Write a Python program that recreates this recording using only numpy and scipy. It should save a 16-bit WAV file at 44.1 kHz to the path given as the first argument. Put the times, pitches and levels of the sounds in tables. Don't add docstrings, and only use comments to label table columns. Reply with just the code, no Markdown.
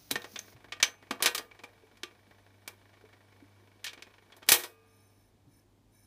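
import sys
import numpy as np
from scipy import signal
from scipy.fft import rfft, irfft, next_fast_len
from scipy.io import wavfile
from scipy.ndimage import uniform_filter1d

SR = 44100
rng = np.random.default_rng(int(sys.argv[2]) if len(sys.argv) > 2 else 0)


def digitize_waveform(pressure):
    field = np.atleast_2d(pressure).T
    bounded = np.clip(field, -1, 1)
    quanta = np.round(bounded * 32767).astype(np.int16)
    wavfile.write(sys.argv[1], SR, quanta)


N = 267543
TIME = np.arange(N) / SR
SWITCH_S = 4.514

# t/s, level/dB, t60/s, thud/dB, fizz/dB, ring f/Hz, ring/dB
BLOWS = [(0.106, -12.5, .04, 7, -14, 4044, 12.5), (0.1107, 3.5, 0.033, 0, -3, 3923, 11),
         (0.1555, 4, 0.04, 1.5, -25.5, 1815, 12.5), (0.218, -17, .036, 0, -14.5, 3743, 14.5),
         (0.241, -9, 0.055, 5.5, -23, 1898, 8.5), (0.358, -1.5, .045, -4.5, -28.5, 3530, 9.5),
         (0.39, -9, .028, -4.5, -10.5, 6285, 21.5), (0.721, 3, .045, -11, -35.5, 1205, 8.5),
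         (0.8, -8, .04, 1, -23, 1830, 16.5), (0.827, 22, .028, -15.5, -22, 6048, 12),
         (1.108, 3.5, .04, 5, -20, 1172, 12.5), (1.202, -11, 0.065, 10, -28, 1144, 15),
         (1.2233, 10, 0.04, -5.5, -6, 9610, 7.5), (1.243, 7.5, .085, -5.5, -21.5, 1195, 9),
         (1.2581, 18.5, .043, -7.5, -14.5, 2450, 0.5), (1.3467, 5.5, 0.051, -5.5, -8, 1229, 10.5),
         (1.378, 3.5, .04, -7, -12.5, 4778, 8), (1.395, -14, .03, 14.5, -32.5, 1134, 8.5),
         (1.5119, -19.5, 0.032, 2, -39.5, 2325, 16), (1.5893, -17.5, .055, 2.5, -31.5, 2338, 4.5),
         (1.6352, -13, .052, 8, -18.5, 2378, 16), (1.9705, -26, 0.039, 0.5, -15.5, 2400, 9.5),
         (2.0325, 2.5, .026, -13, -26, 1184, 9.5), (2.6763, -7, 0.031, -0.5, -6, 2373, 11.5),
         (2.936, -26.5, .05, 4.5, -34.5, 1905, 7.5), (3.131, -25, .05, 4, -33.5, 1828, 8),
         (3.8418, 1, .054, -18.5, -16, 1801, 13.5), (3.861, 4, .105, -20.5, -29.5, 2494, -1),
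         (3.9306, -13.5, 0.046, -2, -18.5, 2280, 11.5), (3.9749, -16.5, .045, 0, -38.5, 2263, 2.5),
         (4.022, -7.5, .036, -11.5, -24, 2437, 5.5), (4.138, -22, .045, -0.5, -47, 2536, 6),
         (4.181, -23, 0.041, 0, -42.5, 1801, 7), (4.321, -17.5, .042, -2, -29.5, 3362, 10.5),
         (4.3647, -28, .045, 12.5, -0.5, 1814, 4), (4.4267, -16, .05, 4, -30, 3253, 8),
         (4.464, -27, .04, 4, -4.5, 2888, 8), (4.477, -17.5, .07, 10.5, -7, 3194, 4),
         (4.4868, 18.5, .058, -8, -4, 1792, 6), (4.5167, 20, .07, -5.5, 0.5, 2533, 7.5),
         (4.575, -4, 0.24, 2.5, -1, 1898, 7.5), (4.6341, -1.5, .075, 2, -8.5, 3647, 4.5)]
IMPACT_BANDS = [330, 900, 2700, 7000, 12500]
def levers(contact_s=.0006):
    out = np.zeros(N)
    for s, db, t60, thud, fizz, ring_hz, ring_db in rebounds(BLOWS):
        looseness = t60 / .05
        rise = .0012 * looseness ** 1.4
        knock, edge = .82 * thud - 1.5, .44 * fizz - .66
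        bands = zip(IMPACT_BANDS, [thud, knock, 0, edge, fizz])
        colour = [(30, thud - 30), (120, thud - 19), (250, thud - 11), *bands, (16000, fizz - 3)]
        add(out, s - contact_s, amp(db) * rattle(t60, rise + contact_s, colour, ring_hz, ring_db, q=25))
        force = [(hz, level - .23 * np.log2(hz / IMPACT_BANDS[2])) for hz, level in colour]
        lever_mode = (ring_hz, ring_db - 4, .13)
        add(out, s + rise, amp(db) * looseness ** .42 * deck(force, lever_mode))
    return out


def rebounds(blows, hard_db=8):
    for s, db, t60, thud, fizz, *ring in blows:
        yield s, db, t60, thud, fizz, *ring
        if db > hard_db:
            yield s + .25 * t60, db - 8, t60 * 1.55, thud + 4.5, fizz - 4, *ring


def rattle(t60, rise, spectrum, ring_hz, ring_db, q, size=8192):
    t, hz = np.arange(size) / SR, np.fft.rfftfreq(2 * size, 1 / SR)
    attack = 1 - np.exp(-(t / rise) ** 2)
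    modes = rfft(rng.standard_normal(size) * attack * amp(-60 * t / t60), 2 * size)
    modes /= np.sqrt(uniform_filter1d(abs(modes) ** 2, size=36) + 1e-12)
    resonance = 1 + (amp(ring_db) - 1) / (1 + 1j * q * (hz / ring_hz - ring_hz / (hz + 1)))
    return irfft(modes * resonance * amp(read(spectrum, hz)))[:size] * attack


# f/Hz, level/dB re the force, t60/s
DECK_MODES = [(365, -3, .15), (485, 5, .16), (820, 2, .2), (965, -2, .12), (1206, 1, .22), (1534, 0, .18),
              (1694, 0, .15), (1883, 3.5, .18), (2261, 1.5, .13), (2425, 1, .12), (2517, 4, .18),
              (2751, 3.5, .18), (3157, 1, .13), (3277, 1, .13), (3810, 2, .16), (4086, 1, .13),
              (6107, 6, .07), (11580, 4, .06), (12723, 1, .12), (12946, 2.5, .12), (13203, 2, .1),
              (13586, 2.5, .12), (274, -1, 1.8), (447, -5, 1.3), (1204, -9, 1.5), (1620, -15, 1.3),
              (2266, -14, 1.4), (2401, -11, 1.5), (2519, -11, 1.5), (2826, -14, 1.5)]
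def deck(force, lever_mode):
    ring = np.zeros(2 * SR)
    for hz, db, t60 in [*DECK_MODES, lever_mode]:
        t = np.arange(int(t60 * SR)) / SR
        damping = np.log(1000) / t60
        height = amp(db + read(force, hz)) * 2 * damping / SR
        ring[:len(t)] += height * np.exp(-damping * t) * np.sin(2 * np.pi * (hz * t + rng.random()))
    return ring


def spring_ping():
    out = np.zeros(N)
    add(out, .828, damped_note(db=-37.5, hz=6158, t60=.27, rise=.0006))
    return out


# start t/s, end t/s, teeth/s
TOOTH_RATE = [(0.441, 0.9, 24.9), (0.938, 1.48, 23.6), (1.548, 1.89, 22.0), (1.914, 4.45, 25.57)]
# t/s, level/dB
TOOTH_LOAD = [(.44, -26), (.56, -21.5), (1.02, -20.5), (1.5, -20.5), (1.9, -31), (2.33, -28.5),
              (2.8, -31.5), (3.06, -23), (3.2, -29.5), (3.38, -25.5), (3.72, -32), (4.4, -26)]
# f/Hz, level/dB
TOOTH_SPECTRUM = [(150, -3.5), (400, 7), (800, 2), (1200, -0.5), (2100, -1), (3500, -8), (6000, -18),
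                  (10000, -27.5), (16000, -21.5)]
def cam_gear(uneven_db=3.96, jitter_s=.0012):
    out = np.zeros(N)
    for start, end, per_s in TOOTH_RATE:
        for s in np.arange(start, end, 1 / per_s):
            late, force, pitch = rng.standard_normal(3)
            db = np.interp(s, *np.transpose(TOOTH_LOAD)) + uneven_db * force
            ring_hz = 1950 * np.exp(.16 * pitch)
            tick = rattle(t60=.062, rise=.0015, spectrum=TOOTH_SPECTRUM, ring_hz=ring_hz, ring_db=7, q=9)
            add(out, s + jitter_s * late, amp(db) * tick)
    return out


# t/s, level/dB, f/Hz
DECK_BUMPS = [(0.111, -34, 280.8), (0.123, -45.5, 135.5), (0.156, -38.5, 206.1), (0.336, -49, 203),
              (0.546, -48, 121), (1.108, -34, 269.4), (1.111, -39.5, 209.5), (1.835, -47.5, 428),
              (2.034, -38.5, 351.2), (3.039, -44.5, 419), (3.423, -45.5, 292), (4.518, -30, 338.2),
              (4.637, -46, 436.3), (5.466, -55.5, 128.9), (5.475, -53, 291)]
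def suspension(sways_per_s=1.6, decay_cycles=22):
    out = np.zeros(N)
    draws = rng.random((round(sways_per_s * N / SR), 3))
    faint_sways = [(when * N / SR, -58.5 + 3 * (2 * force - 1), 297 * 2 ** (.6 * (2 * pitch - 1)))
                   for when, force, pitch in draws]
    for s, db, hz in DECK_BUMPS + faint_sways:
        add(out, s, damped_note(db, hz, decay_cycles / hz))
    add(out, SWITCH_S, damped_note(db=-27, hz=70.5, t60=.03))
    return out


# f/Hz, level/dB
GROOVE_SPECTRUM = [(300, -0.5), (1500, -7), (3500, -4), (5000, 0.5), (6300, 1.5), (7500, -12), (10000, -6),
                   (13000, -7), (15000, 2), (16000, -2)]
def stylus(level_db=-60.5, crackle_db=3, lift_s=.535):
    grains = rng.standard_normal(N) * amp(crackle_db * np.minimum(rng.exponential(1, N), 6))
    scrape_db = 5.5 * np.exp(-((TIME - .338) / .03) ** 2)
    lift_db = 1200 * np.clip(TIME - lift_s, 0, 1)
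    return coloured(grains, GROOVE_SPECTRUM) * amp(level_db + scrape_db - lift_db)


# f/Hz, level/dB
RUB_SPECTRUM = [(150, -15), (300, -1), (480, 0), (850, -3), (1300, -7), (2300, -9), (3800, -12),
                (6000, -18), (15000, -28)]
def drive(level_db=-68.5, onset_s=.32, coast_db_per_s=15.5):
    coast_db = coast_db_per_s * np.maximum(TIME - SWITCH_S - .21, 0)
    rub = coloured(rng.standard_normal(N), RUB_SPECTRUM) * amp(level_db - coast_db + .93 * drift(30))
    whine = amp(-81) * narrowband(hz=2280, per_s=110) * (TIME < SWITCH_S)
    return (rub + whine) * np.minimum(TIME / onset_s, 1)


# f/Hz, relative level/dB
HUM_PARTIALS = [(99.8, -67.5), (200.5, -79.5)]
def motor_hum(waver_rad=.2, flutter_db=2.07):
    hum = sum(amp(db) * np.sqrt(2) * np.sin(2 * np.pi * hz * TIME + waver_rad * drift(3.5))
              for hz, db in HUM_PARTIALS)
    return hum * amp(flutter_db * drift(2.8) - 1)


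# f/Hz, level/dB
BUZZ_BANDS = [(1700, -88.5), (2270, -87.5), (3880, -90.5), (5356, -83.5), (6115, -84.5), (6955, -93),
              (8742, -87), (9781, -83), (10860, -86), (12030, -83), (13146, -99.5), (14500, -89)]
# start t/s, end t/s, gain/dB
BUZZ_SPELLS = [(0, 5.1, -6), (4.88, 5.3, -0.5), (5.5, 5.62, 3.5), (5.93, 6.3, 6)]
def buzz(fade_s=.059):
    tones = sum(amp(db) * narrowband(hz, per_s=220) for hz, db in BUZZ_BANDS)
    spells = sum(amp(db) * np.clip(np.minimum(TIME - start, end - TIME) / fade_s + .5, 0, 1)
                 for start, end, db in BUZZ_SPELLS)
    return tones * spells


# f/Hz, level/dB
AIR_SPECTRUM = [(20, -23), (45, 0), (75, -9.5), (120, -6), (165, -11.5), (280, -6), (450, -16.5),
                (560, -18), (900, -19.5), (1400, -28.5), (4400, -32.5), (9000, -36.5), (15500, -41)]
# t/s, level/dB
AIR_LEVEL = [(0, -65), (2, -70.5), (4.7, -72.5), (5.4, -67)]
def room_air():
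    return coloured(rng.standard_normal(N), AIR_SPECTRUM) * amp(np.interp(TIME, *np.transpose(AIR_LEVEL)))


# f/Hz, bandwidth/Hz, gain/dB
PLINTH_BANDS = [(529, 40, -10), (776, 60, -1), (1180, 230, -0.5), (1310, 62, -11.5), (2070, 120, -12.5),
                (2150, 250, 1.5), (2710, 330, -5.5), (3490, 520, 0.5), (7240, 2300, -2)]
def plinth(x):
    for hz, width, db in PLINTH_BANDS:
        x = x + (amp(db) - 1) * signal.lfilter(*signal.iirpeak(hz, hz / width, fs=SR), x)
    return x


# f/Hz, t60/s
ROOM_DECAY = [(150, 0.15), (600, 0.33), (2500, 0.17), (6000, 0.15), (11000, 0.2), (16000, 0.26)]
def room(x, wet_db=-12, build_s=.0017):
    hz, t, noise = signal.stft(rng.standard_normal(SR), SR, nperseg=256)
    decay = amp(-60 * t / read(ROOM_DECAY, hz)[:, None])
    tilt = amp(read([(3000, .0064), (12000, -2)], hz))[:, None]
    tail = signal.istft(noise * decay * tilt * np.minimum(t / build_s, 1), SR, nperseg=256)[1]
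    return x + amp(wet_db) * signal.fftconvolve(x, tail / np.linalg.norm(tail))[:N]


def damped_note(db, hz, t60, rise=.001):
    t = np.arange(SR // 2) / SR
    return amp(db) * np.exp(-np.log(1000) * t / t60) * (1 - np.exp(-t / rise)) * np.sin(2 * np.pi * hz * t)


def narrowband(hz, per_s):
    return ((drift(per_s) + 1j * drift(per_s)) * np.exp(2j * np.pi * hz * TIME)).real


def drift(per_s):
    return unit(np.interp(TIME * per_s, np.arange(N // 50), rng.standard_normal(N // 50)))


def coloured(x, spectrum):
    size = next_fast_len(N)
    gain = amp(read(spectrum, np.fft.rfftfreq(size, 1 / SR)))
    return unit(irfft(rfft(x, size) * gain, size)[:N])


def read(points, hz):
    f, value = np.transpose(points)
    return np.interp(np.log(hz + 1), np.log(f), value)


def amp(db):
    return 10 ** (np.asarray(db) / 20)


def unit(x):
    return x / np.sqrt(np.mean(x ** 2) + 1e-20)


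def add(mix, s, sound):
    part = mix[max(round(s * SR), 0):][:len(sound)]
    part += sound[:len(part)]


def scene():
    machine = plinth(levers() + spring_ping() + cam_gear() + drive()) + suspension()
    return (room(machine) + stylus() + motor_hum() + buzz() + room_air())[None]


def record(dry, threshold_db=-24, squeeze=.21, recover_db_per_s=7, low_hz=38, high_hz=15500):
    power_db = 10 * np.log10(abs(uniform_filter1d(dry[0] ** 2, size=220)) + 1e-12)
    excess_db = np.maximum(power_db - threshold_db, 0)
    recovery_db = TIME * recover_db_per_s
    cut_db = np.maximum.accumulate(squeeze * excess_db + recovery_db) - recovery_db
    ducked = dry * amp(-uniform_filter1d(cut_db, size=100))
    highpassed = signal.lfilter(*signal.butter(6, low_hz, "high", fs=SR), ducked)
    lowpass = signal.firwin(401, high_hz, window=("kaiser", 6), fs=SR)
    return signal.oaconvolve(highpassed, lowpass[None], "same")


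dry = scene()
out = record(dry)
digitize_waveform(out)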